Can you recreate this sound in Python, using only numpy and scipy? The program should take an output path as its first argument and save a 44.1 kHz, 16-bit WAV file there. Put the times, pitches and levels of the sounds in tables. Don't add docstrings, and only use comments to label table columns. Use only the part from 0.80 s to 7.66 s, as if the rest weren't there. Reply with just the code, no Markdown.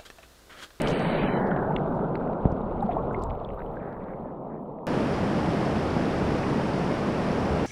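import sys
import numpy as np
from scipy import signal
from scipy.fft import rfft, irfft, next_fast_len
from scipy.io import wavfile
from scipy.ndimage import map_coordinates

SR = 44100
rng = np.random.default_rng(int(sys.argv[2]) if len(sys.argv) > 2 else 0)


def pcm_store(signal):
    levels = np.round(np.clip(np.atleast_2d(signal), -1, 1) * 32767)
    wavfile.write(sys.argv[1], SR, levels.astype(np.int16).T)


N = 302526


def amp(db):
    return 10 ** (np.asarray(db) / 20)


def unit(x):
    return x / np.sqrt(np.mean(x ** 2) + 1e-20)


def clock():
    return np.arange(N) / SR


def bell(middle_s, half_s):
    return np.exp(-((clock() - middle_s) / half_s) ** 2)


def swells(rows):
    return sum(amp(level_db) * bell(middle_s, half_s) for middle_s, half_s, level_db in rows)


def wobble(rate_hz):
    knots = rng.standard_normal(int(N * rate_hz / SR) + 4)
    return map_coordinates(knots, [np.arange(N) * rate_hz / SR])


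def filtered(x, response):
    size = next_fast_len(N + SR // 4)
    return irfft(rfft(x, size) * response(np.fft.rfftfreq(size, 1 / SR)), size)[:N]


def coloured(x, spectrum):
    freq_hz, gain_db = np.transpose(spectrum)
    return unit(filtered(x, lambda hz: amp(np.interp(np.log(hz + 1), np.log(freq_hz + 1), gain_db))))


def banded(x, centre_hz, width_oct):
    distance = np.log2((np.fft.rfftfreq(len(x), 1 / SR) + 1) / centre_hz) / width_oct
    return unit(irfft(rfft(x) * np.exp(-distance ** 2), len(x)))


def band_noise(size, centre_hz, width_oct):
    return banded(rng.standard_normal(size), centre_hz, width_oct)


def bubbles(count, lo_hz, hi_hz, ring_cycles, spread_db):
    when, pick, size = rng.random((count, 3)).T[:, :, None]
    pitch_hz = lo_hz * (hi_hz / lo_hz) ** pick
    n = np.arange(SR // 60)
    cycles = pitch_hz * n / SR
    age = cycles / ring_cycles
    strength = amp(-spread_db * np.log(1 - 0.99 * size)) * pitch_hz
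    envelope = (1 - np.exp(-cycles ** 2)) * np.exp(-3 * age)
    rings = strength * envelope * np.sin(2 * np.pi * cycles * (1 + 0.012 * np.minimum(age, 2)))
    samples = (when * N).astype(int) + n
    return unit(np.bincount(samples.ravel(), rings.ravel(), N)[:N])


def add(track, start_s, sound):
    start = round(start_s * SR)
    sound = sound[max(-start, 0):]
    part = track[max(start, 0):][:len(sound)]
    part += sound[:len(part)]


def riffle(spectrum, bubble_db, surge_db):
    near = bubbles(count=5000, lo_hz=357.5, hi_hz=5930, ring_cycles=9.7, spread_db=3.5)
    water = rng.standard_normal(N) + amp(bubble_db) * near
    return coloured(water, spectrum) * amp(surge_db * unit(wobble(1.8) + wobble(13)))


def close_treble(x, skirt_hz):
    # time_s, edge_hz
    edge = [(0.15, 4800), (0.36, 4400), (0.46, 3400), (0.5, 2500), (0.6, 1980), (0.76, 1840), (0.98, 1480),
            (1.5, 1424), (2.5, 1300), (3.35, 1300), (4.05, 1180)]
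    hz, t, spectrum = signal.stft(x, SR, nperseg=512)
    edge_hz = np.interp(t, *np.transpose(edge))
    passed = (1 - np.tanh((hz[:, None] - edge_hz) / skirt_hz)) / 2
    return signal.istft(spectrum * np.sqrt(passed), SR, nperseg=512)[1][:N]


def fade_db(hold_s=0.63, db_per_s=3.5):
    return -db_per_s * np.maximum(clock() - hold_s, 0)


def muffled_rush():
    # freq_hz, gain_db
    dulled = [(25, -16.5), (100, -16.5), (145, 0), (200, 1), (300, -4.5), (560, -6), (900, -11),
              (1150, -18.5), (1600, -19), (2500, -24), (3500, -32), (5000, -41.5), (11000, -47)]
    rise_s, settle_s, echo_peak_s, final_delay_s, echo_gain = 2.14, 0.72, 0.32, 0.00346, 0.26
    rush = riffle(dulled, bubble_db=-12, surge_db=0.5)
    rising_s = np.maximum(clock() - rise_s, 0)
    delay_s = final_delay_s * (1 - np.exp(-rising_s / settle_s))
    age = rising_s / echo_peak_s
    echo_swell = (age * np.exp(1 - age)) ** 2
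    strength = echo_gain * echo_swell
    echo = map_coordinates(rush, [(clock() - delay_s) * SR], order=1)
    rush = (rush + strength * echo) / np.sqrt(1 + strength ** 2)
    lows = filtered(rush, lambda hz: 1 / (1 + (hz / 360) ** 6))
    rush = rush - 0.47 * bell(middle_s=2.58, half_s=1) * lows
    fish_wake_db = 3.5 * bell(middle_s=2.305, half_s=0.18)
    level_db = -25 + fade_db() + fish_wake_db - echo_swell
    return close_treble(rush, skirt_hz=113) * amp(level_db)


def lingering_hiss(release_s=0.038):
    # end_s, centre_hz, width_oct, level_db
    bands = [(0.76, 2200, 0.025, -61), (0.58, 2280, 0.033, -52), (0.61, 3010, 0.05, -53),
             (0.607, 3970, 0.031, -59.5), (0.455, 4540, 0.02, -64.5), (0.29, 8300, 0.01, -68),
             (0.36, 8100, 0.014, -70), (0.34, 8650, 0.03, -70)]
    out, t = np.zeros(N), np.arange(2 * SR) / SR
    for end_s, centre_hz, width_oct, level_db in bands:
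        gate = np.clip((end_s - t) / release_s, 0, 1)
        add(out, 0, amp(level_db) * band_noise(len(t), centre_hz, width_oct) * gate)
    return out


def thin_hiss(final_hz=12000, half_width_hz=2700, length_s=1.1, fade_db_per_s=6):
    hiss = band_noise(next_fast_len(N), centre_hz=10000, width_oct=0.21)
    hz, t, spectrum = signal.stft(hiss, SR, nperseg=512)
    inside = np.abs(hz[:, None] - final_hz) < half_width_hz * (1 - t / length_s)
    return signal.istft(spectrum * inside * amp(-66.5 - fade_db_per_s * t), SR, nperseg=512)[1][:N]


def eddies():
    # freq_hz, gain_db
    rumble = [(15, -9), (35, 1), (70, -7), (120, -6), (250, -21), (800, -62), (2000, -100)]
    # middle_s, half_s, level_db
    surges = [(1.667, 0.018, -38), (2.385, 0.69, -39.5), (2.495, 0.033, -30.5)]
    steady = amp(-40 + 1.6 * fade_db() + 2.4 * wobble(7.6))
    return coloured(rng.standard_normal(N), rumble) * (steady + swells(surges))


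def fizz(fade_db_per_s=4, drain_s=3.15, drain_length_s=0.6):
    # freq_hz, gain_db
    case = [(500, -21.5), (1400, 6.5), (2200, 1), (2750, -3.5), (3700, -8.5), (4600, -17), (6200, -34),
            (8000, -22.5), (10300, -29.5), (12500, -20), (15000, -28.5)]
    crackle = bubbles(count=4000, lo_hz=1520, hi_hz=7050, ring_cycles=6.8, spread_db=2.5)
    crackle += amp(5) * rng.standard_normal(N)
    drain_db = 4.5 * np.clip((clock() - drain_s) / drain_length_s, 0, 1)
    stir_db = 6 * bell(middle_s=2.13, half_s=0.12)
    level_db = -56.5 - fade_db_per_s * clock() - drain_db + stir_db
    return coloured(crackle, case) * amp(level_db + 1.2 * wobble(25))


def spray(floor_db=-92.5):
    # freq_hz, gain_db
    sparkle = [(6000, -25.5), (8000, -6), (10300, -10), (12500, -1), (15000, -6)]
    # middle_s, half_s, level_db
    bursts = [(0.89, 0.035, -83), (1.15, 0.16, -90), (2.43, 0.018, -76), (2.95, 0.4, -88.5)]
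    mist = bubbles(count=3000, lo_hz=7000, hi_hz=15000, ring_cycles=8, spread_db=1.5)
    mist += rng.standard_normal(N)
    return (amp(floor_db) + swells(bursts)) * coloured(mist, sparkle) * amp(2 * wobble(30))


def sloshes():
    # middle_s, half_s, level_db, centre_hz
    wavelets = [(0.017, 0.026, -59, 5000), (0.06, 0.02, -64, 3800), (0.082, 0.007, -44, 4440),
                (0.103, 0.025, -47.5, 4460), (0.21, 0.03, -67, 4500), (0.675, 0.0099, -60, 3170),
                (0.76, 0.16, -45.5, 1180), (1.15, 0.015, -74, 4000), (2.115, 0.015, -50.5, 1960),
                (2.168, 0.0083, -30.5, 740), (2.2, 0.018, -35.5, 950), (2.434, 0.02, -70, 4500),
                (2.45, 0.16, -39, 950), (2.799, 0.014, -43, 1240), (3.078, 0.12, -51, 1430),
                (3.218, 0.015, -54, 1700), (3.304, 0.067, -53.5, 1514), (3.483, 0.078, -61.5, 1450),
                (3.74, 0.051, -58.5, 1450)]
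    out = np.zeros(N)
    for middle_s, half_s, level_db, centre_hz in wavelets:
        width_oct = 0.42 * np.sqrt(centre_hz / 1000)
        splash = band_noise(next_fast_len(N), centre_hz, width_oct)[:N]
        out += amp(level_db) * bell(middle_s, half_s) * splash
    return out * unit(amp(2.5 * wobble(180)))


def ticks(attack_s=0.0004, t60_s=0.0067, spatter_db=-1):
    # start_s, level_db, centre_hz, width_oct
    bursts = [(0.018, -25.5, 6000, 1), (0.0735, -27, 3600, .7), (0.195, -41, 4200, 0.74),
              (0.686, -59, 5540, .9), (0.7644, -33, 2100, 0.65), (0.775, -33, 1950, .4),
              (0.924, -41, 1900, 0.44), (0.984, -36, 2000, .3), (0.905, -55, 13800, .2),
              (0.965, -22.5, 1850, 0.41), (0.9636, -20.5, 2990, 0.34), (0.9637, -54, 7500, .5),
              (1.0852, -57, 13500, .2), (1.168, -59, 8500, .7), (1.3545, -25, 1600, 0.68),
              (1.3554, -40, 4100, 0.2), (1.3545, -58, 12400, 0.14), (1.476, -41, 1900, .4),
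              (1.5335, -43, 2100, 0.67), (1.719, -50.5, 4600, 0.71), (1.9935, -48, 2400, 0.55),
              (2.0253, -51, 8700, .35), (2.0615, -52, 3600, .45), (2.3325, -56, 7700, .25),
              (2.393, -54, 3800, .6), (2.421, -45, 3700, .8), (2.4262, -48, 4700, .35),
              (2.4375, -42, 4200, .6), (2.5, -40, 2400, 0.68), (2.5063, -36, 2300, 0.59),
              (2.553, -47, 2600, .6), (2.5535, -60, 12000, .25), (2.6005, -47, 2680, 0.6),
              (2.621, -55, 2900, .5), (2.649, -53, 3470, 0.33), (2.689, -40, 2300, 0.4),
              (2.7035, -39, 2200, 0.39), (2.708, -48, 2600, 0.33), (2.745, -57, 12400, .14),
              (2.804, -36, 1750, 0.48), (2.819, -34, 1900, 0.46), (2.832, -60, 12500, .35),
              (2.959, -60, 3300, .9), (3.128, -56, 3280, .55), (3.24, -56, 3300, .4),
              (3.3215, -68, 12900, .25), (3.987, -49, 1700, .5)]
    out, t = np.zeros(N), np.arange(SR // 40) / SR
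    envelope = (1 - np.exp(-(t / attack_s) ** 2)) * amp(-60 * t / t60_s)
    crack = unit(signal.unit_impulse(len(t), np.argmax(envelope)))
    for start_s, level_db, centre_hz, width_oct in bursts:
        spatter = amp(spatter_db) * unit(envelope * rng.standard_normal(len(t)))
        padded = np.pad(crack + spatter, (len(t), 0))
        snap = banded(padded, centre_hz, width_oct)
        snap *= np.linalg.norm(envelope) / np.linalg.norm(snap)
        add(out, start_s - len(t) / SR, amp(level_db) * snap)
    return out


def plinks(t60_cycles=49):
    # start_s, level_db, pitch_hz
    near = [(0.073, -24.5, 3050), (0.716, -22, 1445), (0.715, -30, 1720), (0.712, -42, 3100),
            (1.816, -55, 3700), (2.007, -47, 3750), (2.122, -48, 3600), (2.131, -46, 3350),
            (2.309, -33, 1450), (2.3456, -28, 2100), (2.4373, -34, 7530), (2.648, -38, 3400),
            (2.792, -54, 3750), (2.8635, -51, 3000), (2.969, -33, 1590), (3.001, -48, 2330),
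            (3.335, -46, 2180)]
    out, t = np.zeros(N), np.arange(SR // 10) / SR
    for start_s, level_db, pitch_hz in near:
        cycles = pitch_hz * t
        age = cycles / t60_cycles
        envelope = amp(level_db - 60 * age) * (1 - np.exp(-cycles ** 2))
        add(out, start_s, envelope * np.sin(2 * np.pi * cycles * (1 + 0.03 * age)))
    return out


def air_pockets(pockets):
    out, t = np.zeros(N), np.arange(SR // 6) / SR
    for start_s, level_db, pitch_hz, swell_s, glide_oct_per_s in pockets:
        age = t / swell_s
        phase = 2 * np.pi * np.cumsum(pitch_hz * 2 ** (glide_oct_per_s * (t - swell_s))) / SR
        note = np.sin(phase) + amp(-17.5) * band_noise(len(t), pitch_hz, width_oct=0.81)
        add(out, start_s, amp(level_db) * (age * np.exp(1 - age)) ** 2 * note)
    return out


def gurgles(count=60, lo_hz=384, hi_hz=1300, swell_cycles=4.3, until_s=2.9):
    when, pick, size, bend = rng.random((count, 4)).T
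    pitch_hz = lo_hz * (hi_hz / lo_hz) ** pick
    level_db = -28.5 - 12.5 * size - 1.5 * np.log2(pitch_hz / lo_hz)
    glide_oct_per_s = 5 * (2 * bend - 1)
    pockets = zip(when * until_s, level_db, pitch_hz, swell_cycles / pitch_hz, glide_oct_per_s)
    return amp(fade_db()) * air_pockets(pockets)


def gulps():
    # start_s, level_db, pitch_hz, swell_s, glide_oct_per_s
    pockets = [(0.875, -24, 645, 0.007, 5), (0.903, -21.5, 868, 0.0056, 3), (1.226, -21, 422, 0.0077, -1),
               (1.83, -26.5, 210, 0.012, 1.5), (2.022, -20.5, 806, 0.006, -3),
               (2.036, -20.5, 199, 0.012, 6), (2.068, -29, 205, 0.011, 3), (2.0885, -18, 723, 0.0067, -4),
               (2.139, -25.5, 303, 0.0088, 26), (2.163, -22, 740, 0.0043, -6),
               (2.179, -32, 1113, 0.0077, 1.5), (2.374, -22, 386, 0.0054, 1), (2.611, -29, 662, 0.0062, 1),
               (2.773, -38, 1186, 0.004, 4)]
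    return air_pockets(pockets)


def knocks(attack_s=0.00046):
    # pitch_hz, level_db, t60_s
    modes = [(59.5, -9, 0.081), (172, 0.5, 0.029), (258, -1.5, 0.018), (600, -2.5, 0.0086)]
    # start_s, gain_db
    bumps = [(1.6535, -3.5), (1.7001, -14.5), (1.7228, -14.5)]
    out, t = np.zeros(N), np.arange(SR // 6) / SR
    thud = sum((-1) ** k * amp(level_db - 60 * t / t60_s) * np.sin(2 * np.pi * pitch_hz * t)
               for k, (pitch_hz, level_db, t60_s) in enumerate(modes))
    thud *= 1 - np.exp(-t / attack_s)
    for start_s, gain_db in bumps:
        add(out, start_s, -amp(gain_db) * thud)
    return out


def trickle():
    drops = bubbles(count=2000, lo_hz=1400, hi_hz=3700, ring_cycles=7, spread_db=5)
    return amp(-72.5) * drops * bell(middle_s=2.64, half_s=0.38)


def bright_rush():
    # freq_hz, gain_db
    spectrum = [(25, -14.5), (60, -13.5), (110, -4.5), (150, -1), (200, 0.5), (320, -3.5), (650, -8.5),
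                (1100, -15.5), (2000, -24), (2900, -29), (3900, -35.5), (5300, -35), (6400, -43.5),
                (10700, -51.5), (11500, -61.5), (13000, -59), (15000, -72)]
    return amp(-25.5) * riffle(spectrum, bubble_db=-15.5, surge_db=0.15)


def breeze():
    # freq_hz, gain_db
    buffet = [(20, -22), (48, -15), (62, 4), (85, 4), (115, -6.5), (200, -11), (800, -75)]
    # middle_s, half_s, level_db
    gusts = [(4.388, 0.054, -34), (5.14, 0.063, -36), (5.5, 0.061, -33), (6.73, 0.097, -35.5)]
    wind = amp(-44 + 2.5 * wobble(9.5)) + swells(gusts)
    return coloured(rng.standard_normal(N), buffet) * wind


def scene(open_s=4.069, crossfade_s=0.0005, click_decay_s=0.00051):
    wet = muffled_rush() + lingering_hiss() + thin_hiss() + eddies() + fizz() + spray() + trickle()
    wet += sloshes() + ticks() + plinks() + gulps() + gurgles() + knocks()
    air = breeze() + bright_rush()
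    opened = np.clip((clock() - open_s) / crossfade_s, 0, 1)
    out = (1 - opened) * wet + opened * air
    click = -amp(-21) * np.exp(-np.arange(SR // 100) / SR / click_decay_s)
    add(out, open_s, click)
    return out[None]


def record(dry, top_hz=15600):
    return np.array([filtered(channel, lambda hz: 1 / (1 + (hz / top_hz) ** 80)) for channel in dry])


dry = scene()
out = record(dry)
pcm_store(out)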